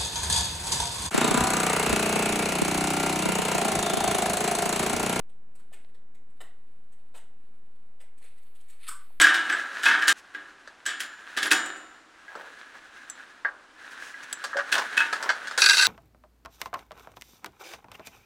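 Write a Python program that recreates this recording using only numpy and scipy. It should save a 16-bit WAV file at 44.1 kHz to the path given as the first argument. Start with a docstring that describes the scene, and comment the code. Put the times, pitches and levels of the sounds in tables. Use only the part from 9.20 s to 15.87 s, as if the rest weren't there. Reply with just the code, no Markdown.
"""Welded steel mesh clashes and rings as a worker crouches on it, over crushed stone in a concrete footing.
Its bars chatter together, then the whole grid rings on. A small steel tool clinks, stones knock under
his boots and his clothes rustle. At the end a bar sticks and slips along the steel, so it judders.
One small microphone hears it all, with faint outdoor noise; its hollow housing adds a honk to the blows."""
import sys
import numpy as np
from scipy import signal
from scipy.fft import rfft, irfft, next_fast_len
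from scipy.io import wavfile

SR = 44100
rng = np.random.default_rng(int(sys.argv[2]) if len(sys.argv) > 2 else 0)


def master(y):
    """Save y as 16-bit WAV."""
    cut = np.clip(np.atleast_2d(y).T, -1, 1)
    pcm = np.round(cut * 32767)  # scale
    wavfile.write(sys.argv[1], SR, pcm.astype(np.int16))


N = 294147
TIME = np.arange(N) / SR
RING_N = 65536   # samples in one ringing sound
RING_T = np.arange(RING_N) / SR
SCENE_CHANGE_S = 0.928   # the scene changes here, and all earlier ringing stops short

# mesh clashes: (time [s], strength [dB], treble slope [dB/octave], bass [dB], ring [dB], rebounds [count])
CLASHES = [(0.0, -16, -5.5, -16.5, -4, 0), (0.013, -17.5, -2, -23.5, -3.5, 3),
           (0.143, -22, -4.5, -23, 0, 0), (0.299, -20.5, -8.5, -22, -6.5, 1),
           (0.633, -25.5, -3.5, -24, 18, 0), (0.656, -18, -5, -24.5, -3.5, 3), (0.823, -24, -7, -34, 14, 0),
           (0.88, -17.5, -1, -19.5, 0, 0), (1.147, -38.5, -7.5, -11.5, -1, 0),
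           (1.662, -27.5, -3.5, -26.5, 10, 1), (1.804, -28.5, -2, -24, -14, 0),
           (2.173, -22, -4.5, -15, -6.5, 0), (2.229, -22.5, -2.5, -15, -12.5, 1),
           (2.314, -17, -1.5, -12.5, -7, 0), (5.525, -19, -3, -19.5, -28, 1),
           (5.776, -17.5, -5.5, -27, -12, 1)]
# borders of a blow's four pitch zones, low, middle, high and top: (frequency [Hz])
ZONE_EDGES_HZ = [200, 1100, 2200, 5500, 14000]
# tone colour of struck steel: (frequency [Hz], level [dB])
MESH_COLOUR = [(50, -38), (130, -19), (190, -10), (300, 6), (650, -3.5), (950, -2.5), (1300, -1), (1720, 5),
               (2250, -0.5), (3200, 4.5), (4500, -3.5), (8000, -9.5), (11000, -15), (16000, -24)]
# tone colour of struck stone: (frequency [Hz], level [dB])
STONE_COLOUR = [(50, -31), (140, -25.5), (280, -10.5), (550, 3), (900, 5.5), (1600, 6.5), (2400, -0.5),
                (4500, 6), (8000, -0.5), (11000, -11), (16000, -22.5)]


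def mesh(note_spacing_hz=17, graze_s=0.0068):
    """Bars chatter against each other for a moment, then the whole grid bends to and fro and rings on."""
    # the grid's clearest notes: (frequency [Hz], level [dB], fade time [s])
    mesh_notes = [(303, -17, 1.3), (320, -24.5, 2.2), (1206, -9, 0.57), (1330, -14.5, 1.27),
                  (1607, -4, 0.31), (2930, -10, 0.75), (3120, -15, 0.67), (3744, -13.5, 0.68),
                  (5400, -12, 0.13), (7010, -21, 0.73), (7110, -17, 0.78), (8440, -19.5, 0.65)]
    # how long its many other notes last: (frequency [Hz], fade time [s])
    mesh_fades = [(250, 0.77), (700, 0.99), (1600, 0.64), (3200, 0.44), (6500, 0.28), (14000, 0.15)]
    out = np.zeros(N)
    present = rng.random(RING_N // 2 + 1) < SR / RING_N / note_spacing_hz
    for s, strength_db, slope_db, bass_db, ring_db in mesh_blows():
        zone_db = zone_levels(strength_db, slope_db, bass_db)
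        chatter = from_db(-4) * grains(per_s=3900, spread_db=4.5, size=RING_N) * fade(0.17)
        hit_piece = from_db(-3) * short_ring(spacing_hz=180, fade_s=0.052)
        grid_ring = from_db(ring_db) * dense_ring(present, mesh_fades)
        grid = coloured(chatter + hit_piece + grid_ring, MESH_COLOUR)
        bars = from_db(ring_db - 8) * struck(mesh_notes, uneven_db=1.5)
        add(out, s, from_db(-1) * balanced(housing(grid + bars), zone_db, first_s=0.0051))
        add(out, s, crack(strength_db + 2, zone_db, MESH_COLOUR, fade_s=0.0097))
        # the bars graze each other just before they meet
        add(out, s - graze_s, crack(strength_db - 1, zone_db, MESH_COLOUR, fade_s=0.095))
    return out


def mesh_blows(gap_s=0.028, total_drop_db=3, dulling_db_per_octave=2.5):
    """The mesh springs back at an even pace after a clash, each rebound weaker and duller than the last."""
    for s, strength_db, slope_db, bass_db, ring_db, rebounds in CLASHES:
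        for k in range(rebounds + 1):
            blow_db = strength_db - total_drop_db * k / max(rebounds, 1)
            yield s + k * gap_s, blow_db, slope_db - dulling_db_per_octave * k, bass_db, ring_db


def dragged_bar(chatter_from_s=6.577, chatter_gap_s=0.011):
    """A bar sticks and slips: each slip is a burst of tiny contacts that sets it ringing."""
    # steady rubbing between slips: (time [s], friction [dB])
    drag = [(6.37, -72), (6.385, -20), (6.415, -16.5), (6.53, -22), (6.6, -16.5), (6.67, -20.5)]
    # the bar catches and jolts free: (time [s], level [dB])
    slips = [(6.4188, -0.5), (6.4397, -6.5), (6.4602, -1), (6.4875, -6), (6.4958, -3), (6.507, -7),
             (6.5314, -7), (6.5443, -13.5), (6.569, -8)]
    # the bar's broad resonances: (frequency [Hz], width [Hz], level [dB])
    bar_body = [(356, 50, -16.5), (1020, 67, -24.5), (1194, 76, -15), (1534, 233, 4), (2100, 120, -13),
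                (2596, 267, -6), (3840, 270, -6.5), (4490, 670, -4), (6080, 820, -13), (7600, 440, -20.5),
                (10030, 1130, -20)]
    # its clear tones: (frequency [Hz], level [dB])
    bar_tones = [(936.7, -41), (1540, -23), (1631, -26), (2040, -35.5), (2449, -33.5), (2740, -29),
                 (3375, -42.5), (3741, -36), (4317, -30.5), (4436, -32), (4813, -30), (5663, -35),
                 (6045, -55), (6110, -42), (6923, -38.5), (7278, -51), (7773, -33.5)]
    sliding = TIME > drag[0][0] + 0.008
    force = from_db(over_time(drag)) * sliding
    for s, db in slips:
        add(force, s, from_db(db + 3) * fade(0.032))
    # in the end the jolts merge into a chatter of small slips
    for k, (jitter, uneven) in enumerate(rng.uniform(-1.1, 1, size=(24, 2))):
        s = chatter_from_s + chatter_gap_s * (k + 0.37 * jitter)
        if s < TIME[-1]:
            add(force, s, from_db(-5 + 3 * uneven) * fade(0.029))
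    contacts = force * rng.choice([-1, 1], N)
    body = sum((-1) ** k * from_db(db) * resonance(contacts, hz, width_hz)
               for k, (hz, width_hz, db) in enumerate(bar_body))
    tones = sum(from_db(db + 28) * resonance(contacts, hz, width_hz=28) for hz, db in bar_tones)
    grit = from_db(-22) * housing(coloured(contacts, STONE_COLOUR))
    ringing = from_db(6) * (body + tones + grit)
    # rough steel hisses on stone for as long as it slides
    bright_noise = resonance(rng.standard_normal(N), hz=7200, width_hz=6500)
    hiss = from_db(-33) * sliding * unit_level(resonance(bright_noise, hz=8900, width_hz=6500))
    # (frequency [Hz], level [dB])
    colour = [(60, -11.5), (300, -4.5), (700, 2), (1300, 3.5), (10500, -1.5), (13500, -5), (15500, 0.5)]
    return coloured(ringing + hiss, colour)


def tool():
    """A small steel tool lands with a bright tick and rings briefly; a glancing touch barely ticks."""
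    # its landings: (time [s], level [dB], tick compared with that level [dB])
    clinks = [(0.0164, -11.5, 0.5), (0.3252, -28, -14), (1.6633, -15.5, -10), (2.461, -26, -10),
              (2.5706, -44, -7), (3.1542, -42.5, -14), (3.899, -22.5, -18), (5.1277, -18, -1.5)]
    # its notes: (frequency [Hz], level [dB], fade time [s])
    tool_notes = [(6200, -15, 0.07), (7230, -17.5, .18), (7770, -4, 0.054), (7770, -8.5, 0.13),
                  (7810, -3.5, 0.052), (8450, -21, 0.13), (12300, -31, .06)]
    out = taps([row[:2] for row in clinks], tool_notes, gain_db=-5)
    for s, db, tick_db in clinks:
        zone_db = zone_levels(db, slope_db=3.5, bass_db=-12)
        add(out, s, crack(db + tick_db, zone_db, MESH_COLOUR, fade_s=0.025))
    return out


def loose_bar():
    """One loose bar clanks with a few notes of its own."""
    # its clanks: (time [s], level [dB])
    clanks = [(0.6589, -12.5), (2.3135, -15.5), (5.526, -18.5), (5.7775, -13), (5.8074, -19.5)]
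    # its notes: (frequency [Hz], level [dB], fade time [s])
    bar_notes = [(918, -13, 0.45), (1480, -4, 0.58), (2544, 4.5, 0.091), (2596, 4, 0.15), (2640, -11, 0.22)]
    return taps(clanks, bar_notes, gain_db=-9)


def wire_end():
    """A springy end of wire gives a short, very high ping."""
    # its pings: (time [s], level [dB])
    pings = [(1.804, -36), (2.266, -23.5)]
    # its notes: (frequency [Hz], level [dB], fade time [s])
    wire_notes = [(10800, -0.5, 0.055), (12100, -25, .08)]
    return taps(pings, wire_notes, gain_db=-4.5)


def pinned_bar():
    """A dusty pebble taps a pinned bar softly, so the bar rings briefly without a click."""
    # the pebble's taps: (time [s], level [dB])
    pebble_taps = [(1.149, -26.5), (3.081, -35), (4.249, -19), (4.942, -27)]
    # the bar's notes: (frequency [Hz], level [dB], fade time [s])
    bar_notes = [(1640, -6.5, 0.17), (1970, -7.5, .04)]
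    return resonance(taps(pebble_taps, bar_notes, gain_db=1), hz=1750, width_hz=900)


def stones():
    """Stones tip and knock with a crunch and a clack; the concrete walls answer."""
    # the knocks: (time [s], strength [dB], treble slope [dB/octave], bass [dB])
    knocks = [(1.475, -36, -6.5, -2), (3.153, -33, -10, 11.5), (4.248, -18, -20, -12), (5.24, -26, -3, -4),
              (5.331, -22.5, -23, -17), (5.369, -20, -8, -4), (5.388, -23.5, -11, -15),
              (5.581, -18.5, -4.5, -8), (5.928, -19.5, -6, -4.5), (6.026, -29, -1.5, 6),
              (6.092, -13, -8.5, -14), (6.272, -26.5, -5.5, -15), (6.311, -27, -7, -6.5),
              (6.377, -18, -2, -4)]
    # how long sound lingers between the walls: (frequency [Hz], fade time [s])
    wall_fades = [(250, 0.99), (800, 0.56), (2500, 0.1), (6500, 0.44), (14000, 0.15)]
    out = np.zeros(N)
    for s, strength_db, slope_db, bass_db in knocks:
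        zone_db = zone_levels(strength_db, slope_db, bass_db)
        fade_s = 0.21 * 2 ** (strength_db / 26.5)   # harder knocks crunch for longer
        crunch = grains(per_s=2700, spread_db=4.5, size=RING_N) * fade(fade_s)
        clack = from_db(2) * short_ring(spacing_hz=290.5, fade_s=fade_s)
        walls = from_db(-10) * dense_ring(1, wall_fades)
        knock = housing(coloured(crunch + clack + walls, STONE_COLOUR))
        add(out, s, from_db(-6) * balanced(knock, zone_db, first_s=0.006))
        add(out, s, crack(strength_db - 4, zone_db, STONE_COLOUR, fade_s=0.0047))
        # the stone rocks back and settles with a smaller click
        settle_s = s + 0.031 * rng.uniform(0.31, 1.3)
        add(out, settle_s, crack(strength_db - 9, zone_db, STONE_COLOUR, fade_s=0.012))
    return out


def drain_pipe():
    """A boot bumps a hollow pipe; the rubber sole is soft, so the note swells instead of clicking."""
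    # the bumps: (time [s], level [dB])
    bumps = [(5.347, -31), (5.357, -25.5), (5.381, -26)]
    # the pipe's notes: (frequency [Hz], level [dB], fade time [s])
    pipe_notes = [(566.4, 0, 0.13), (680, -6, 0.062)]
    return resonance(taps(bumps, pipe_notes, gain_db=-0.5), hz=556, width_hz=220)


def movement(far_db=-37, wander_db=2.5, wanders_per_s=30):
    """How much is moving, in dB: the worker shifts in fits and starts, and each clash stirs the grit."""
    # his effort while crouching: (time [s], level [dB])
    crouching = [(0.95, -52), (1.7, -60.5), (1.83, -52.5), (2.21, -41.5), (2.34, -51), (2.69, -73),
                 (3.07, -53), (3.21, -50.5), (3.98, -47.5), (4.5, -65)]
    # his effort while stepping across: (time [s], level [dB])
    stepping = [(4.55, -56.5), (4.63, -45.5), (4.792, -42), (5.276, -44), (5.718, -36.5), (5.986, -40),
                (6.218, -39.5), (6.36, -42)]
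    effort = from_db(np.where(TIME < SCENE_CHANGE_S, far_db, over_time(np.vstack([crouching, stepping]))))
    stirred_power = np.zeros(N)
    for s, strength_db, *_ in CLASHES:
        add(stirred_power, s, (from_db(strength_db - 14) * fade(1.0)) ** 2)
    wander = np.interp(TIME * wanders_per_s, np.arange(1000), rng.standard_normal(1000))
    return 10 * np.log10(effort ** 2 + stirred_power) + wander_db * wander


def gravel(movement_db):
    """Grit grinds and pebbles tick, louder when there is more movement."""
    # tone colour of gravel: (frequency [Hz], level [dB])
    colour = [(60, -14), (150, -13.5), (260, 5), (420, 0.5), (850, 3.5), (1600, 6), (2400, 0.5),
              (4000, 1.5), (10000, -47)]
    grinding = unit_level(housing(coloured(grains(per_s=3000, spread_db=0, size=N), colour)))
    ticks = unit_level(housing(coloured(grains(per_s=45, spread_db=4.5, size=N), colour)))
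    return from_db(movement_db) * (from_db(-1) * grinding + from_db(-10) * ticks)


def clothes(movement_db):
    """Work clothes rub more as he moves more, and now and then a sleeve or trouser leg sweeps past."""
    # the sweeps: (middle time [s], half length [s], level [dB])
    swishes = [(0.986, 0.018, -51), (4.72, 0.013, -54), (4.87, 0.056, -52.5), (5.037, 0.0083, -49)]
    # tone colour of cloth: (frequency [Hz], level [dB])
    colour = [(300, -11), (1600, -12.5), (2600, 1), (3800, -8), (6000, -3.5), (10000, -11.5),
              (12500, -18.5), (16000, -21)]
    rustle = unit_level(housing(coloured(grains(per_s=13000, spread_db=3.5, size=N), colour)))
    return (from_db(movement_db - 12) + swells(swishes)) * rustle


def boot_scuffs():
    """A sole slides over the stones, making many tiny contacts."""
    # the scuffs: (middle time [s], half length [s], level [dB])
    scuffs = [(3.19, 0.089, -46.5), (3.56, 0.022, -49), (5.59, 0.052, -29), (6.05, 0.048, -33.5)]
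    # (frequency [Hz], level [dB])
    colour = [(120, -20), (300, -10.5), (600, 1), (950, 5.5), (1600, 3.5), (2600, -8), (9000, -30.5)]
    return swells(scuffs) * unit_level(coloured(grains(per_s=1700, spread_db=4, size=N), colour))


def outdoor_air(level_db=-57):
    """Distant outdoor noise makes a faint, steady rush."""
    # its tone colour: (frequency [Hz], level [dB])
    colour = [(12, -63.5), (20, -12), (158, -20), (301, -7), (446, -13.5), (1120, -7), (1610, -10),
              (2140, -12.5), (8180, -27.5), (10800, -36), (13500, -57), (14700, -40), (16000, -55)]
    return from_db(level_db) * unit_level(coloured(rng.standard_normal(N), colour))


def housing(x):
    """The hollow in front of the microphone adds a honk and a narrow ring, and cuts a treble band."""
    honk = from_db(8) * resonance(x, hz=1520, width_hz=300)
    ring = from_db(11) * resonance(x, hz=1655, width_hz=130)
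    boosted = x + honk + ring
    return boosted - resonance(boosted, hz=13550, width_hz=2200)


def crack(peak_db, zone_db, colour, fade_s):
    """The first hard contact of a blow is a short burst of noise in that blow's tone colour."""
    burst = (rng.standard_normal(RING_N) * fade(fade_s))[:RING_N // 16]
    x = balanced(housing(coloured(burst, colour)), zone_db, first_s=0.016)
    return from_db(peak_db) * x / np.abs(x).max()


def taps(events, notes, gain_db):
    """Single touches set a small object ringing."""
    out = np.zeros(N)
    for s, db in events:
        add(out, s, from_db(db + gain_db) * struck(notes, uneven_db=2.5))
    return out


def struck(notes, uneven_db):
    """A struck object rings with fading pure tones; each blow shares its energy among them differently."""
    out = np.zeros(RING_N)
    for hz, db, fade_s in notes:
        gain = from_db(db - uneven_db * rng.normal()) * rng.choice([-1, 1])
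        out += gain * np.sin(2 * np.pi * hz * RING_T) * fade(fade_s)
    return out


def short_ring(spacing_hz, fade_s, lowest_hz=1150):
    """The piece that is hit is small and stiff, so it rings briefly with high notes of its own."""
    hz = np.fft.rfftfreq(RING_N, 1 / SR)
    present = (rng.random(len(hz)) < SR / RING_N / spacing_hz) & (hz > lowest_hz)
    phases = np.exp(2j * np.pi * rng.random(len(hz)))
    return unit_level(irfft(present * phases)) * fade(fade_s)


def dense_ring(present, fades):
    """Many close notes of random strength fade band by band; present picks which sound (1 for all)."""
    hz = np.fft.rfftfreq(RING_N, 1 / SR)
    notes = present * (rng.standard_normal(len(hz)) + 1j * rng.standard_normal(len(hz)))
    notes = notes / np.std(irfft(notes))
    centres_hz, fade_times = np.transpose(fades)
    bands = [at_hz(np.c_[centres_hz, share], hz) for share in np.eye(len(fades))]
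    return sum(irfft(notes * band) * fade(fade_s) for band, fade_s in zip(bands, fade_times))


def grains(per_s, spread_db, size):
    """Tiny contacts come at random moments; spread_db makes their strengths uneven."""
    strength = from_db(spread_db * np.minimum(rng.exponential(1, size), 4))
    touching = rng.random(size) < per_s / SR
    return unit_level(touching * strength * rng.choice([-1, 1], size))


def zone_levels(strength_db, slope_db, bass_db):
    """A blow's four zone levels: its strength in the middle, shifted by bass below and slope above."""
    octaves = np.log2(np.multiply(ZONE_EDGES_HZ[:-1], ZONE_EDGES_HZ[1:])) / 2
    return strength_db + np.r_[bass_db, slope_db * (octaves[1:] - octaves[1])]


def balanced(x, zone_db, first_s):
    """Where and how hard a blow lands sets how loudly it starts in each pitch zone."""
    start = x[:int(first_s * SR)]
    power_per_hz = 2 * np.abs(rfft(start, SR)) ** 2 / (SR * len(start))
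    gains = [(np.sqrt(low * high), db - 10 * np.log10(power_per_hz[low:high].sum()))
             for low, high, db in zip(ZONE_EDGES_HZ, ZONE_EDGES_HZ[1:], zone_db)]
    return coloured(x, gains)


def coloured(x, colour):
    """Give x a tone colour with a minimum-phase filter, a kind that lets nothing sound early."""
    size = next_fast_len(len(x) + 4096, real=True)
    gains = from_db(at_hz(colour, np.fft.rfftfreq(size, 1 / SR)))
    cepstrum = irfft(np.log(gains), size)
    response = np.exp(rfft(2 * cepstrum[:size // 2], size) - cepstrum[0])
    return irfft(rfft(x, size) * response, size)[:len(x)]


def resonance(x, hz, width_hz):
    """Let through the band around hz and weaken the rest."""
    r = np.exp(-np.pi * width_hz / SR)
    feedback = [1, -2 * r * np.cos(2 * np.pi * hz / SR), r * r]
    return signal.lfilter(np.array([1, 0, -1]) * (1 - r * r) / 2, feedback, x + 1e-18)


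def fade(fade_s):
    """A gain that falls by 60 dB in the fade time."""
    return np.exp(-np.minimum(np.log(1000) * RING_T / fade_s, 40))


def swells(events):
    """Gains that rise and fall smoothly around their middle times."""
    return sum(from_db(db) * np.exp(-((TIME - s) / half_s) ** 2) for s, half_s, db in events)


def add(track, s, sound):
    """Mix a sound in at time s; one that starts before SCENE_CHANGE_S stops there."""
    start = max(int(s * SR), 0)
    end = int(SCENE_CHANGE_S * SR) if s < SCENE_CHANGE_S else N
    part = sound[:end - start]
    track[start:start + len(part)] += part


def over_time(points):
    """Join (time, value) points with straight lines."""
    return np.interp(TIME, *np.transpose(points))


def at_hz(points, hz):
    """Read between (frequency, value) points, with octaves evenly spaced."""
    known_hz, values = np.transpose(points)
    return np.interp(np.log(np.maximum(hz, 1)), np.log(known_hz), values)


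def from_db(db):
    """Turn decibels into a gain."""
    return 10 ** (np.asarray(db) / 20)


def unit_level(x):
    """Scale x to an average (rms) level of 1."""
    return x / np.sqrt(np.mean(x ** 2) + 1e-20)


def scene():
    """All sources meet at one microphone, the same in both channels."""
    air = outdoor_air()
    steel = mesh() + dragged_bar() + tool() + loose_bar() + wire_end() + pinned_bar()
    knocking = drain_pipe() + stones()
    movement_db = movement()
    shuffling = gravel(movement_db) + clothes(movement_db) + boot_scuffs()
    bass_cut = signal.butter(2, 130, "high", fs=SR, output="sos")
    nearby = signal.sosfilt(bass_cut, steel + knocking + shuffling)
    return np.tile(nearby + air, (2, 1))


def record(dry):
    """The highest peaks are rounded off, and treble above 16000 Hz is cut."""
    rounded = dry / (1 + (dry / .95) ** 4) ** .25
    return signal.sosfilt(signal.ellip(10, .1, 80, 16000, fs=SR, output="sos"), rounded)


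dry = scene()
out = record(dry)
master(out)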